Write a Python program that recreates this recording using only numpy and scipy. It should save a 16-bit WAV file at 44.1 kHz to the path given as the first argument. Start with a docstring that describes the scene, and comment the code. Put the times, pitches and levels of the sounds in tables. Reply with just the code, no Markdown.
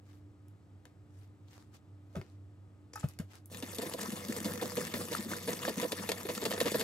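"""A whisk beats thick batter in a steel mixing bowl: its wires click on the steel as noise snaps through the
bowl's resonances, each push makes the bowl's damped bottom ring as gliding sines, and the batter slops and
crackles as filtered noise and tiny bursts. Before that, things are set down with ticks and low damped modes,
and the whisk is picked up with a jangle of its wire modes. Air noise and an appliance's wavering hum lie beneath."""
import sys
import numpy as np
from scipy import signal
from scipy.fft import rfft, irfft, next_fast_len
from scipy.io import wavfile

SR = 44100
rng = np.random.default_rng(int(sys.argv[2]) if len(sys.argv) > 2 else 0)


def int16_out(signal):
    """Quantize to a 16-bit WAV file."""
    q = np.round(np.clip(np.atleast_2d(signal).T, -1, 1) * 32767)
    wavfile.write(sys.argv[1], SR, q.astype(np.int16))


N = 301203
TIME = np.arange(N) / SR

# Spectrum of the room's air noise: (frequency [Hz], density [dB])
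AIR_SPECTRUM = [(20, -30), (38, -30), (68, -9.5), (95, -8.5), (150, -9), (200, -10.5), (249, -12.5),
                (347, -13.5), (484, -21), (1270, -30.5), (2690, -39), (7720, -47.5), (10000, -50.5),
                (15000, -55)]
# Lines of the appliance's hum: (frequency [Hz], level [dB], unsteadiness [share])
HUM_LINES = [(97.1, -57.5, 0.84), (296.7, -68, 0.46)]
# A hand or sleeve brushes past: (time of the middle [s], level [dB], Gaussian spread [s])
BRUSHES = [(0.125, -69.5, 0.046), (1.197, -72.5, 0.057), (1.566, -65, 0.058), (1.755, -62, 0.018),
           (2.224, -72, 0.097), (3.004, -56, 0.022), (3.062, -61, 0.052), (3.344, -56.5, 0.028)]
# Spectrum of the brushing: (frequency [Hz], density [dB])
RUSTLE_SPECTRUM = [(300, -2), (1200, 0), (2500, -4), (5000, -5), (8000, -8.5), (10000, -12.5), (13000, -11),
                   (15500, -21)]
# Light ticks of things being handled: (time [s], level before gain [dB], treble over mids before scaling [dB])
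TICKS = [(0.483, -71, 22), (0.854, -56.5, -16.5), (2.156, -53, -20), (2.214, -54.5, -23),
         (2.9356, -55, -16), (2.957, -53, 21), (3.034, -54.5, -26), (3.087, -55, 24), (3.189, -50, -6),
         (3.202, -56.5, -8), (3.354, -60, 5), (3.458, -55.5, 43)]
# Spectrum of the ticks: (frequency [Hz], density before tilt [dB])
TICK_SPECTRUM = [(100, -15), (500, 6.5), (900, 3), (1400, 1), (2200, 8), (4000, 2.5), (6000, 5.5),
                 (9000, 1.5), (12000, 5), (15000, -9.5)]
# Resonances of the filled bowl: (frequency [Hz], width at half the lift [Hz], lift [dB])
BOWL_MODES = [(205, 86, 4), (344, 28, 5.5), (486.6, 36, 13), (964, 93, 3.5), (1795, 130, 5),
              (3480, 180, 4.5), (4330, 280, 3), (11170, 280, 4.5)]
# Dull bumps on the counter: (time [s], level [dB], pitch [Hz], t60 [s])
COUNTER_BUMPS = [(2.1511, -27, 558, 0.025), (2.1643, -15.5, 179, 0.03), (2.178, -29.5, 380, 0.04),
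                 (2.196, -27, 100, 0.022), (3.04, -15, 139, 0.056), (3.1978, -19, 170, 0.036),
                 (2.216, -35.5, 370, 0.044)]
# Spectrum of what rattles on the counter after a bump: (frequency [Hz], density [dB])
RATTLE_SPECTRUM = [(60, -15), (130, 17), (220, 5.5), (330, -4), (420, -3.5), (600, -3), (850, -19.5),
                   (1400, -9), (2200, -22), (5000, -28), (12000, -34)]
# The bowl's rim is jogged: (time [s], level [dB])
RIM_CLINKS = [(2.155, -50), (2.957, -42), (2.974, -47.5), (3.031, -48.5)]
# Modes of the rim: (frequency [Hz], relative level [dB], t60 [s])
RIM_MODES = [(855, 3, 0.078), (1283, 6.5, 0.056), (1505, 7, 0.021), (1740, -3, 0.053), (2557, -18, 0.42)]
# The bare wires jangle as the whisk is lifted: (time [s], level [dB], strongest ringing around [Hz])
WIRE_JANGLES = [(2.933, -39.5, 5200), (2.958, -40, 5000), (2.996, -44, 7500), (3.046, -57, 5400),
                (3.087, -54, 5260), (3.187, -57, 6850)]
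# Modes of the wires: (frequency [Hz], relative level [dB])
WIRE_MODES = [(4818, -14), (5157, -11), (5453, -13), (5879, -10), (6800, -7), (7284, -5), (7983, -8),
              (10650, 5)]
# Steady stirring between the strokes: (time [s], crackle level before gain [dB])
STIR_LEVELS = [(3.5, -59), (3.65, -51.5), (3.7, -44), (3.73, -48.5), (4.34, -44.5), (4.69, -46.5),
               (5.76, -44.5), (6.22, -45.5), (6.83, -41.5)]
# The whisk sweeps through the batter: (time [s], squelch level [dB], slop level [dB])
WHISK_STROKES = [(3.514, -50.5, -49.5), (3.814, -46.5, -45), (3.984, -43.5, -46), (4.13, -67, -45),
                 (4.283, -52.5, -42), (4.462, -46.5, -40.5), (4.613, -44.5, -40), (4.767, -40, -40),
                 (4.94, -44.5, -38.5), (5.112, -40.5, -44.5), (5.291, -43.5, -44), (5.477, -41.5, -42),
                 (5.617, -39, -42.5), (5.769, -44.5, -39.5), (5.964, -44.5, -44.5), (6.286, -69, -46),
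                 (6.452, -65, -41), (6.6, -47, -40.5), (6.747, -41.5, -42)]
# Spectrum of the crackling films: (frequency [Hz], density [dB])
CRACKLE_SPECTRUM = [(250, -3), (450, 6.5), (750, -2), (1100, 5.5), (1500, -1), (2000, 3.5), (2900, -3.5),
                    (4000, -3), (7000, -1.5), (10000, -4.5), (11500, -3), (13500, -0.5), (15000, -49)]
# Spectrum of the slopping mass: (frequency [Hz], density [dB])
SLOP_SPECTRUM = [(60, -35), (120, -3.5), (200, 2), (300, -5.5), (400, -8), (560, -5.5), (750, -18.5),
                 (1100, -18.5), (2000, -25)]
# The wires click on the steel: (time [s], level before gain [dB], treble over mids before scaling [dB],
# step in level from one loop of the whisk to the next [dB])
WIRE_CONTACTS = [(3.546, -38, -5, -10), (3.625, -35.5, -1.5, -3.5), (3.747, -38, 16, -2),
                 (3.784, -33.5, 4, -18), (3.82, -35.5, 10, -4), (3.858, -41.5, -12, 2.5),
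                 (3.936, -31, 2, -24), (4.003, -42, 4, 3), (4.03, -36.5, 5, -16), (4.121, -37, 1, -19),
                 (4.164, -43, 0, 0), (4.284, -39, 10, -20), (4.364, -36, 8, -4), (4.445, -33, 1.5, -1.5),
                 (4.613, -34, -4, -8), (4.626, -32, -10, -15), (4.769, -30.5, -9, -20),
                 (4.939, -28.5, -6, -12), (5.128, -32.5, 2, -1.5), (5.151, -36.5, 14, -20),
                 (5.316, -32, -10, -3), (5.476, -33.5, -5, 0), (5.651, -34, -11, -25),
                 (5.678, -32, -7.5, 0.5), (5.815, -32.5, 0.5, -3), (5.832, -30, -12, -2),
                 (5.92, -26, -1, -8.5), (6.036, -48, -20, -25), (6.09, -24.5, -1, -7),
                 (6.117, -24.5, -2.5, -26), (6.288, -29.5, -6, -2.5), (6.35, -34, 5, -7),
                 (6.377, -30.5, -8, -22), (6.419, -35, -4, -1), (6.453, -24.5, -3, -6),
                 (6.508, -31, -4, -0.5), (6.536, -29, -9, -5), (6.578, -32.5, -8, -22),
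                 (6.604, -23.5, -1.5, -4.5), (6.657, -30, -3.5, 0.5), (6.681, -27.5, -6, -7),
                 (6.717, -31.5, 8, -5.5), (6.744, -27.5, -8, -11), (6.796, -30.5, 4, 1),
                 (6.811, -30.5, -7, -5)]
# Spectrum of the wire clicks: (frequency [Hz], density before tilt [dB])
WIRE_SPECTRUM = [(70, -10.5), (200, 1.5), (500, 8), (1000, 3.5), (1500, 1.5), (2300, 3.5), (2900, 2.5),
                 (3700, 3.5), (4600, 4), (5600, -1.5), (7500, -1), (10000, -6), (13000, -1.5), (16000, -46)]
# The whisk pushes on the bowl's bottom: (time of the height [s], level before gain [dB],
# pitch at the height [Hz], half length, where the push is at 1/e [s])
BOTTOM_KNOCKS = [(3.637, -38, 450, 0.0067), (3.795, -30.5, 464, 0.0078), (3.833, -31, 506, 0.0092),
                 (3.949, -30.5, 511, 0.0081), (4.036, -38.5, 467, 0.011), (4.295, -43.5, 450, 0.0068),
                 (4.377, -34.5, 465, 0.0074), (4.465, -31, 486, 0.011), (4.629, -27, 497, 0.012),
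                 (4.782, -26.5, 487, 0.0081), (4.945, -36.5, 449, .006), (5.127, -31.5, 487.4, 0.012),
                 (5.49, -26.5, 478.3, 0.011), (5.683, -24, 562, 0.0045), (5.701, -29.5, 474, 0.0087),
                 (5.834, -24.5, 506, .006), (5.854, -25.5, 513.6, 0.0078), (5.931, -26.5, 496, .005),
                 (6.101, -27.5, 474.3, 0.0084), (6.257, -29, 397, 0.0039), (6.3, -28, 493, 0.011),
                 (6.43, -24, 453.5, 0.0038), (6.465, -25.5, 458, 0.0077), (6.517, -32.5, 576, .005),
                 (6.546, -30.5, 476.5, .006), (6.583, -33, 449, 0.0038), (6.617, -19.5, 520, 0.0044),
                 (6.666, -23, 494, 0.011), (6.721, -25, 435, 0.0021), (6.753, -21, 493, 0.0079),
                 (6.806, -31, 463, 0.016)]
# Soft wet lumps of batter land: (time of the middle [s], level before gain [dB], pitch [Hz])
BATTER_FLOPS = [(3.636, -32, 265), (3.794, -35, 228), (3.87, -35, 326), (4.09, -30.5, 222),
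                (4.132, -32, 213), (4.297, -27.5, 223), (4.416, -32.5, 208), (4.459, -27, 199),
                (4.633, -48, 218), (4.782, -34.5, 244), (4.95, -35, 229), (5.138, -40, 203),
                (5.196, -30, 216), (5.266, -32, 230), (5.321, -30, 210), (5.786, -32, 277)]
# Air pockets burst in the batter: (time [s], level [dB], pitch [Hz])
AIR_POPS = [(5.15, -20, 1320), (5.335, -23, 1500), (5.651, -21, 1710), (6.526, -25, 1810)]
# Level of left over right: (frequency [Hz], difference [dB])
LEFT_LEAN = [(100, -1), (300, 0), (700, -3), (1300, 2.5), (8000, 3.0), (14000, -0.2)]
# Phase by which the left microphone leads: (frequency [Hz], lead [rad])
LEFT_LEAD = [(700, 0.058), (1030, 1.41), (1400, 1.27), (3900, 1.24), (8000, 0.72), (12500, 1.48)]

AIR_DB, CUTOFF_HZ = -63, 15800
FIRST_SWEEP_S, SWEEP_SHRINK_PER_S = 0.078, 0.099  # a later sweep dies away sooner
LEAST_WIRE_GAP_S, WIRE_GAP_SPREAD_S = 0.00532, 0.0028  # the loops of the whisk land one after another
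KNOCK_GLIDE_HZ = 28.08  # rise of the note in each half length before the height of a push, as the steel tightens


def amp(db):
    """Level law: decibels to amplitude gain."""
    return 10 ** (np.asarray(db) / 20)


def unit(x):
    """Normalisation: scales to rms 1."""
    return x / np.sqrt(np.mean(x ** 2) + 1e-20)


def read(points, hz):
    """Interpolation of a spectrum along a log-frequency axis."""
    f, value = np.transpose(points)
    return np.interp(np.log(hz + 1), np.log(f + 1), value)


def add(mix, s, sound):
    """Superposition: mixes a sound in at s seconds."""
    part = mix[..., max(round(s * SR), 0):][..., :sound.shape[-1]]
    part += sound[..., :part.shape[-1]]


def colour(x, points, modes=(), tilt_db=0, size=4096):
    """Minimum-phase filter of energy 1: a spectrum, resonances, and a tilt in dB an octave above 1 kHz."""
    hz = np.fft.rfftfreq(size, 1 / SR)
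    db = read(points, hz) + tilt_db * np.log2(np.maximum(hz, 1000) / 1000)
    for f, width, lift in modes:
        db = db + lift / (1 + (2 * (hz - f) / width) ** 2)
    # the phase of a causal filter is the Hilbert transform of its log gain
    log_gain = np.log(amp(np.r_[db, db[-2:0:-1]]))
    taps = np.fft.ifft(np.exp(signal.hilbert(log_gain).conj())).real
    taps /= np.linalg.norm(taps)
    return signal.oaconvolve(x, taps[None], axes=1)[:, :x.shape[1]]


def drift(rate_hz, size=8192):
    """Random fluctuation of rms 1, low-passed to the given rate."""
    hz = np.fft.rfftfreq(size, TIME[-1] / size)
    slow = irfft(rfft(rng.standard_normal(size)) * np.exp(-(hz / rate_hz) ** 2))
    return unit(np.interp(TIME, np.linspace(0, TIME[-1], size), slow))


def pair(size, apart):
    """Partly coherent noise at two microphones; apart is the weight of what they do not share."""
    return unit(rng.standard_normal(size) + apart * rng.standard_normal((2, size)))


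def wander(x, depth_db, rate_hz, count=10):
    """Time-varying spectrum: each of the overlapping bands swells and fades on its own."""
    size = next_fast_len(N, True)
    band = np.sqrt(2 * np.fft.rfftfreq(size)) * (count - 1)
    spectrum = rfft(x, size)
    out = 0
    for k in range(count):
        part = irfft(spectrum * np.maximum(1 - abs(band - k), 0), size)[:, :N]
        out = out + part * amp(depth_db * drift(rate_hz))
    return out


def damped(hz, t60, rise, size=14000):
    """Free damped vibration: one exponentially dying mode with a soft start."""
    t = np.arange(size) / SR
    return np.sin(2 * np.pi * hz * t) * amp(-60 * t / t60) * (1 - np.exp(-t / rise))


def cracks(per_s=140, spread_db=6.5):
    """Poisson impulses: separate short noise bursts of scattered strength."""
    strength = amp(spread_db * np.minimum(rng.exponential(size=N), 3))
    hits = (rng.random(N) < per_s / SR) * strength
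    burst = signal.oaconvolve(hits, np.exp(-np.arange(200) / 22))[:N]  # decay in samples
    return unit(burst * pair(N, apart=1.22))


def kitchen():
    """Stationary background: resonant air noise, and hum lines modulated in amplitude and phase."""
    hum = 0
    for hz, db, unsteady in HUM_LINES:
        wobble = 1 + unsteady * (drift(6.7) + 1j * drift(25)) / np.sqrt(2)
        hum = hum + amp(db) * np.sqrt(2) * (wobble * np.exp(2j * np.pi * hz * TIME)).real
    air = colour(pair(N, apart=0.63), AIR_SPECTRUM, modes=[(1250, 55, 7.2), (7730, 560, 6.7)])
    return hum + amp(AIR_DB) * unit(air)


def handling():
    """Sliding friction: faint uneven swishes of noise, grainy with tiny slips."""
    swish = 0
    for s, db, spread in BRUSHES:
        swish = swish + amp(db) * np.exp(-((TIME - s) / spread) ** 2 / 2)
    grain = pair(N, apart=7.1) * amp(2.0 * drift(70)) + 0.56 * cracks()
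    grain = wander(grain, depth_db=2.5, rate_hz=16)
    return swish * unit(colour(grain, RUSTLE_SPECTRUM))


def clicks(rows, spectrum, level_db, rise, snap_t60, ring_t60, ring_db, neutral_db, tilt_share, lift_db,
           count, size=5000):
    """Impact excitation: snaps with a short dense ring; hard contacts are brighter, each spot has its own modes."""
    out, t = np.zeros((2, N)), np.arange(size) / SR
    for s, db, treble_db, next_db in rows:
        run = np.zeros((2, size))
        for k in range(count):
            snap = pair(size, apart=0.42) * amp(-60 * t / snap_t60)
            ring = pair(size, apart=0.88) * amp(ring_db - 60 * t / ring_t60)
            onset = (1 - np.exp(-t / rise)) ** 2
            gap = LEAST_WIRE_GAP_S + WIRE_GAP_SPREAD_S * rng.random()
            add(run, k * gap, amp(k * next_db) * (snap + ring) * onset)
        # the place of the contact favours some of the steel's modes and misses others
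        places = np.geomspace(1050, 13000, 20) * np.exp(.06 * rng.standard_normal(20))
        spot = [(hz, 200 + hz / 40, lift_db * (-1) ** k) for k, hz in enumerate(places)]
        tilt_db = tilt_share * (treble_db - neutral_db)
        add(out, s - rise, amp(db + level_db) * colour(run, spectrum, BOWL_MODES + spot, tilt_db))
    return out


def taps():
    """Single light impacts: one snap for each tick."""
    return clicks([(*row, 0) for row in TICKS], TICK_SPECTRUM, level_db=18.0, rise=0.00024, snap_t60=0.0077,
                  ring_t60=0.19, ring_db=-24.5, neutral_db=-2.0, tilt_share=0.31, lift_db=3, count=1)


def bumps(rattle_db=-19, rattle_t60=0.11, size=14000):
    """Modal response of the counter to a blow: two damped modes and a decaying rattle."""
    out, t = np.zeros(N), np.arange(size) / SR
    for s, db, hz, t60 in COUNTER_BUMPS:
        board = damped(hz, t60, rise=0.0042)
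        counter = amp(-18.5) * damped(96.6, t60=0.15, rise=0.0081)
        # whatever stands on the counter shudders briefly
        shaking = rng.standard_normal((1, size)) * amp(-60 * t / rattle_t60)
        shudder = colour(shaking, RATTLE_SPECTRUM)[0]
        add(out, s, amp(db) * (board + counter + amp(rattle_db) * shudder))
    return out


def clinks():
    """Modal superposition: the jogged rim rings in its damped modes."""
    out = np.zeros(N)
    for s, db in RIM_CLINKS:
        for hz, mode_db, t60 in RIM_MODES:
            add(out, s, amp(db + mode_db) * damped(hz, t60, rise=0.00081))
    return out


def jangles(t60=0.07, octaves=0.32):
    """Free vibration of the wires while no batter damps them, strongest near one frequency."""
    out = np.zeros(N)
    for s, db, centre in WIRE_JANGLES:
        for hz, mode_db in WIRE_MODES:
            nearness = 1 / (1 + (np.log2(hz / centre) / octaves) ** 2)
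            add(out, s, amp(db + mode_db) * nearness * damped(hz, t60, rise=0.00054))
    return out


def bubbles(per_s=2200, spread_db=0.5, cycles=6, count=26):
    """Bubble resonance: tiny air cells burst, each a few cycles at the pitch of its size."""
    out, t = np.zeros((2, N)), np.arange(600) / SR
    number = int(per_s * N / SR / count)
    for hz in np.linspace(800, 14000, count):
        at = rng.integers(0, N, size=number)
        chance, place = rng.random((2, number))
        strength = amp(spread_db * np.minimum(-np.log(chance), 5))
        bursts = np.zeros((2, N))
        # each cell has its own weights at the two microphones
        bursts[:, at] = strength * np.array([np.cos(2.5 * place - .5), np.sin(4.0 * place - .5)])
        cell = unit(np.sin(2 * np.pi * hz * t) * np.exp(-t * hz / cycles - t / 0.0014))
        out += signal.oaconvolve(bursts, cell[None], axes=1)[:, :N]
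    return unit(out)


def sweep_length(s):
    """Decay law of a sweep: Gaussian spread in seconds, shorter for a later start s."""
    return FIRST_SWEEP_S * np.exp(-SWEEP_SHRINK_PER_S * (s - WHISK_STROKES[0][0]))


def batter(stir_db=-2.0, stir_slop_db=-4.0, crack_db=1.0, clump_db=2, lump_db=2, rise=0.00061):
    """Film rupture and bulk flow: strokes tear batter into tiny bursts and throw its mass against the bowl."""
    times, db = np.transpose(STIR_LEVELS)
    stir = amp(np.interp(TIME, times, db, left=-120))
    # powers of the two motions add
    tear, heave = (stir * amp(stir_db)) ** 2, (stir * amp(stir_slop_db)) ** 2
    t = np.arange(SR // 2) / SR
    for s, squelch_db, slop_db in WHISK_STROKES:
        plunge = (1 - np.exp(-t / rise)) * np.exp(-(t / sweep_length(s)) ** 2 / 2)
        add(tear, s, (amp(squelch_db) * plunge) ** 2)
        add(heave, s, (amp(slop_db) * plunge) ** 2)
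    fizz = (bubbles() + pair(N, apart=0.42)) * amp(clump_db * drift(74))
    # strands of batter part from the wires with separate sharp cracks
    films = wander(fizz + amp(crack_db) * cracks(), depth_db=3.5, rate_hz=26.0, count=20)
    mass = pair(N, apart=0.02) * amp(lump_db * drift(57))
    crackle = np.sqrt(tear) * unit(colour(films, CRACKLE_SPECTRUM, BOWL_MODES))
    slop = np.sqrt(heave) * unit(colour(mass, SLOP_SPECTRUM, BOWL_MODES))
    return crackle + slop


def smacks(low_hz=650, high_hz=2300, t60=0.008, reach=2.0, count=12):
    """Cavity resonance: in the wake of each stroke small cavities snap open with short round notes."""
    out = np.zeros(N)
    for s, squelch_db, _ in WHISK_STROKES:
        for when, size, force in rng.random((count, 3)):
            note = damped(low_hz * (high_hz / low_hz) ** size, t60, rise=0.00033, size=2000)
            level = amp(squelch_db - 9.5 + 6 * force)
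            add(out, s + when * reach * sweep_length(s), level * note)
    return out


def wires():
    """Repeated impacts: three loops of the whisk strike the steel in turn at each contact."""
    return clicks(WIRE_CONTACTS, WIRE_SPECTRUM, level_db=4.0, rise=.0007, snap_t60=0.021, ring_t60=0.093,
                  ring_db=-17.5, neutral_db=-1.0, tilt_share=0.43, lift_db=2, count=3)


def knocks(level_db=-2.07, ring_t60=0.11, ring_db=-12, thud_db=-9, thud_ratio=0.62, flex_db=-11,
           flex_ratio=1.33, overtone_db=-15, scatter=0.077):
    """Forced, then free vibration: the pushed bottom rings, choked by batter, between a thud and a higher flex."""
    out, lead = np.zeros(N), .04
    t = np.arange(-lead, 3 * lead, 1 / SR)
    lowest_hz = BOWL_MODES[0][0]
    for s, db, hz, length in BOTTOM_KNOCKS:
        push = np.exp(-(t / length) ** 2)
        ring = np.maximum(push, (t > 0) * amp(ring_db - 60 * np.abs(t) / ring_t60))
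        # the pitch rises up to the height of the push,
        # then falls towards the bowl's lowest mode as the wires let go
        hold = np.where(t > 0, np.sqrt(push), 1)
        pitch = lowest_hz + (hz - lowest_hz + KNOCK_GLIDE_HZ * t / length) * hold
        turns = np.cumsum(pitch) / SR
        a, b = rng.random(2)
        overtone = amp(overtone_db) * np.sin(2 * np.pi * (2 * turns + b))
        tone = ring * (np.sin(2 * np.pi * (turns + a)) + overtone)
        for ratio, side_db in (thud_ratio, thud_db), (flex_ratio, flex_db):
            side_turns = ratio * np.exp(scatter * rng.standard_normal()) * turns
            tone = tone + amp(side_db) * push * np.sin(2 * np.pi * (side_turns + rng.random()))
        add(out, s - lead, amp(db + level_db) * tone)
    return out


def flops(level_db=-3.5, length=0.0077, upper_db=-5, upper_ratio=1.57):
    """Heavily damped impact of a soft lump: a few swelling cycles of a low note and the mode above it."""
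    out, t = np.zeros(N), np.arange(-1500, 1500) / SR
    swell = np.exp(-(t / length) ** 2)
    for s, db, hz in BATTER_FLOPS:
        low = np.sin(2 * np.pi * (hz * t + rng.random()))
        high = np.sin(2 * np.pi * (upper_ratio * hz * t + rng.random()))
        add(out, s + t[0], amp(db + level_db) * swell * (low + amp(upper_db) * high))
    return out


def pops():
    """Bubble resonance: a bursting air pocket is one strongly damped note."""
    out = np.zeros(N)
    for s, db, hz in AIR_POPS:
        add(out, s, amp(db) * damped(hz, t60=0.011, rise=0.00018))
    return out


def echoes(x, t60, wet_db, size=16000):
    """Diffuse reverberation: adds dense dying reflections, different for each ear."""
    t = np.arange(size) / SR
    tail = rng.standard_normal((2, size)) * amp(-60 * t / t60) * (t > .0006)
    tail /= np.linalg.norm(tail, axis=1, keepdims=True)
    return x + amp(wet_db) * signal.oaconvolve(x, tail, axes=1)[:, :N]


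def scene():
    """Superposition of close sources with a short echo, then level and phase differences between the ears."""
    set_down = taps() + bumps() + clinks() + jangles()
    beating = batter() + smacks() + wires() + knocks() + flops() + pops()
    near = echoes(set_down + beating, t60=0.068, wet_db=-10.0)
    hz = np.fft.rfftfreq(N, 1 / SR)
    # half of each difference goes to either side
    left = amp(read(LEFT_LEAN, hz) / 2) * np.exp(.5j * read(LEFT_LEAD, hz))
    return irfft(rfft(near + handling() + kitchen()) * np.array([left, 1 / left]), N)


def record(dry):
    """Band limitation: the microphone's bass cut at 55 Hz and a linear-phase treble limit."""
    thinned = signal.sosfilt(signal.butter(2, 55, "highpass", fs=SR, output="sos"), dry)
    treble_limit = signal.firwin(511, CUTOFF_HZ, window=("kaiser", 9), fs=SR)
    return signal.oaconvolve(thinned, treble_limit[None], "same")


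dry = scene()
out = record(dry)
int16_out(out)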